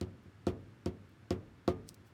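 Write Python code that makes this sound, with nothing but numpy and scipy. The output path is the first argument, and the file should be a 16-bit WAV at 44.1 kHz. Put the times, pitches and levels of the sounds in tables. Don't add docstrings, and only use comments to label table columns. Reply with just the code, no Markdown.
import sys
import numpy as np
from scipy import signal
from scipy.io import wavfile

SR = 44100
rng = np.random.default_rng(int(sys.argv[2]) if len(sys.argv) > 2 else 0)


def voltage_ratio(decibels):
    exponent = np.asarray(decibels, float) / 20
    return 10 ** exponent


def dump_mix(stems):
    frames = np.atleast_2d(stems).T
    limited = np.clip(frames, -1, 1)
    pcm = np.round(limited * 32767).astype(np.int16)
    wavfile.write(sys.argv[1], SR, pcm)


N = 93933

# (tick time [s], push level [dB], contact time [ms])
DABS = [
    (.0127, -21, .55),
    (.4684, -19.2, .3),
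    (.8601, -20.5, .42),
    (1.3067, -21, .3),
    (1.6782, -19.9, .18),
]
# (tick level [dB], tick pitch [Hz], tick top [Hz], knock level [dB], rustle level [dB])
DAB_SURFACES = [
    (-25.5, 4320, 9100, -55, -60),
    (-27, 4200, 9500, -45, -52.5),
    (-27, 5000, 9000, -49, -58),
    (-24, 5030, 6900, -49, -54),
    (-20, 4240, 5300, -37, -51),
]
# (time [s], level [dB])
HAND_NUDGES = [(.135, -42.5), (.257, -39), (.665, -42.5), (0.978, -46), (1.409, -47), (1.928, -52),
               (2.001, -48)]
# (pitch [Hz], level [dB], t60 [s], side [+1 toward, -1 away])
TABLE_MODES = [(83.2, -9.3, .075, 1), (98.9, -10.3, .39, -1), (135.8, -18.4, .35, -1), (167.3, -17, .27, 1),
               (181.5, -6.7, .102, -1), (212.6, -15.5, .36, -1), (261.2, -13, .196, -1),
               (317.2, -7.8, .066, -1), (365.5, -3.4, .177, 1), (397.1, -10.1, .11, 1),
               (442, -17.2, .33, -1), (524, .5, .058, 1), (559.4, -20, .13, -1), (683, -1.4, .08, 1)]
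# (pitch [Hz], level
# [dB], t60 [s])
KNOCK_MODES = [(309.3, -11, 0.66), (450, -18, 0.48), (870, -8, 0.095), (932, 0, 0.082), (1124, 1.5, 0.063),
               (1218, -9.5, 0.24), (1325, 3.5, 0.037), (1537, -9, 0.075), (2220, -30, 0.045)]
# (frequency [Hz], density [dB per Hz])
TAIL_COLOUR = [(150, 14), (350, 7.5), (700, 8), (1500, 0.5), (3000, 3.5), (6000, -6), (11000, -17.5),
               (16000, -25)]
# (frequency [Hz], t60 [s])
TAIL_DECAY = [(100, 0.69), (300, 0.9), (700, 0.29), (3000, 0.11), (8000, 0.087), (15000, 0.12)]
# (frequency [Hz], rise time [s])
TAIL_RISE = [(200, .01), (2000, .003), (12000, .006)]
# (time [s], snap level [dB], crackle level around it [dB], crackle spread [s])
GLUE_SNAPS = [
    (1.8905, -29, -59.5, 0.0098),
    (2.2, -46, -57, 0.0042),
    (1.8955, -46, -61, 0.0027),
    (1.9442, -43.5, -63, 0.0012),
    (2.07, -82, -71.5, 0.011),
]
# (time [s], level [dB], spread [s])
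PAPER_RUSTLES = [(.235, -78, 0.0027), (.612, -80, .003), (1.095, -73, 0.0028), (1.12, -80, .003),
                 (1.946, -58, 0.0025), (2.076, -76.5, 0.018)]
# (frequency [Hz], density [dB per Hz])
AIR_COLOUR = [(35, -49), (65, -25), (100, -3.5), (150, -9.5), (280, -11), (700, -24.5), (1500, -22.5),
              (16000, -52.5)]


def rms_one(x):
    return x / np.sqrt(np.mean(x ** 2) + 1e-20)


def at_hz(points, hz):
    table_hz, value = np.transpose(points)
    return np.interp(np.log(hz), np.log(table_hz), value)


def butter(x, order, hz, kind):
    return signal.sosfilt(signal.butter(order, hz, kind, fs=SR, output="sos"), x)


def clicks(times, size):
    out = np.full(N + SR, 1e-18)
    at = np.clip(np.asarray(times) * SR, 0, N)
    np.add.at(out, at.astype(int), size * (1 - at % 1))
    np.add.at(out, at.astype(int) + 1, size * (at % 1))
    return out[:N]


def delay(x, seconds):
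    t = np.arange(N)
    return np.interp(t - SR * seconds, t, x)


def ring(x, hz, t60):
    r, w = voltage_ratio(-60 / (t60 * SR)), 2 * np.pi * hz / SR
    return signal.lfilter([0, np.sin(w)], [1, -2 * r * np.cos(w), r * r], x)


def decay(x, t60):
    return signal.lfilter([1], [1, -voltage_ratio(-60 / (t60 * SR))], x)


def soften(x, ms):
    r = np.exp(-1000 / (ms * SR))
    return signal.sosfilt([[1 - r, 0, 0, 1, -r, 0]] * 3, x)


def bands(colour, gain):
    edges = 35 * 2 ** np.arange(0, 9.1, 1 / 3)
    white = rng.standard_normal((2, N + 4000))
    out = 0
    for k, (low, high) in enumerate(zip(edges, edges[1:])):
        hz = np.sqrt(low * high)
        band = butter(white[k % 2], 2, [low, high], "band")[4000:]
        out = out + voltage_ratio(at_hz(colour, hz)) * gain(hz) * band
    return out


def table():
    push_lag_s, bending_lag_s = .00027, .00145
    rebound_s, rebound_db, rebound_ms = .0241, -1.4, .69
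    push = 0
    for s, db, ms in DABS:
        start = s + push_lag_s - ms * .0012
        push = push + soften(clicks([start], voltage_ratio(db)), ms)
    push = push + voltage_ratio(rebound_db) * soften(delay(push, rebound_s), rebound_ms)
    for s, db in HAND_NUDGES:
        push = push + soften(clicks([s], voltage_ratio(db)), 0.73)
    out = 0
    for hz, db, t60, side in TABLE_MODES:
        arrival = delay(push, bending_lag_s * np.sqrt(200 / hz))
        out = out + side * voltage_ratio(db) * ring(arrival, hz, t60)
    return out


def ticks():
    lags = np.array([-6, -4, -2, 0, 1, 3])
    loss_db = np.array([-19, -20, -11, 0, -15, -17])
    out = 0
    for (s, _, ms), (db, hz, top_hz, knock_db, _) in zip(DABS, DAB_SURFACES):
        stretch = np.where(lags < -2, np.sqrt(ms / .5), 1)
        times = s + lags * rng.uniform(.96, 1.04, 6) / hz * stretch
        touch = -clicks(times, voltage_ratio(db + loss_db + rng.normal(0, 2, 6)))
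        wide = butter(touch, 2, [2200, top_hz], "band")
        pitched = ring(np.diff(touch, append=0), hz, .0012)
        edge = np.diff(touch, prepend=0)
        out = out + 1.6 * wide + .8 * pitched + .15 * edge
        knock = soften(clicks([s + 0.00047], voltage_ratio(knock_db)), 0.025)
        for k, (mode_hz, mode_db, t60) in enumerate(KNOCK_MODES):
            level = voltage_ratio(mode_db + rng.normal(0, 3))
            out = out + (-1) ** k * level * ring(knock, mode_hz, t60)
    return out


def tails():
    grain_db, grain_ms = 1.5, .6
    starts = clicks([d[0] for d in DABS], voltage_ratio([d[4] for d in DAB_SURFACES]))

    def envelope(hz):
        rise = np.exp(-1 / (at_hz(TAIL_RISE, hz) * SR))
        return signal.lfilter([1 - rise], [1, -rise], decay(starts, at_hz(TAIL_DECAY, hz)))

    lumps = rms_one(soften(rng.standard_normal(N), grain_ms))
    return 4.68 * bands(TAIL_COLOUR, envelope) * voltage_ratio(grain_db * lumps)


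def snaps():
    crackles_per_s, room_db, room_t60_s = 8700, -43, 0.24
    t = np.arange(N) / SR
    cloud = sum(voltage_ratio(db) * np.exp(-np.abs(t - s) / spread) for s, _, db, spread in GLUE_SNAPS)
    struck = rng.random(N) < crackles_per_s / SR
    size = voltage_ratio(3.0 * np.minimum(rng.exponential(1, N), 4))
    grains = rms_one(struck * size * rng.choice([-1, 1], N))
    main = clicks([r[0] for r in GLUE_SNAPS], voltage_ratio([r[1] for r in GLUE_SNAPS]))
    room = decay(main, room_t60_s) * rng.standard_normal(N) * voltage_ratio(room_db)
    x = butter(cloud * grains - 2 * main + room, 3, 3950, "high")
    return butter(x, 1, 15500, "low") + 0.29 * ring(x, 5800, 0.0014) + 0.3 * ring(x, 9140, 0.0012)


def rustles():
    t = np.arange(N) / SR
    puffs = sum(voltage_ratio(db) * np.exp(-.5 * ((t - s) / spread) ** 2) for s, db, spread in PAPER_RUSTLES)
    return puffs * butter(rng.standard_normal(N), 2, 7160, "high")


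def room_tone():
    def resonance(hz, width_hz):
        return rms_one(ring(rng.standard_normal(N + SR), hz, 3.2 / width_hz)[SR:])

    air = voltage_ratio(-62) * rms_one(bands(AIR_COLOUR, lambda hz: 1))
    drone = voltage_ratio(-63) * resonance(102.4, 25)
    vent = voltage_ratio(-81.5) * resonance(1370, 320)
    steep = signal.cheby2(10, 30, 16300, fs=SR, output="sos")
    return butter(signal.sosfilt(steep, air + drone + vent), 4, [55, 16000], "band")


def scene():
    return (table() + ticks() + tails() + snaps() + room_tone() + rustles())[None]


def band_limit(x):
    return signal.sosfilt(signal.butter(12, 17630, fs=SR, output="sos"), x)


def record(dry):
    x = butter(dry, 2, 45, "high")
    x = signal.sosfilt(signal.cheby2(12, 40, 17600, fs=SR, output="sos"), x)
    return band_limit(x)


dry = scene()
out = record(dry)
dump_mix(out)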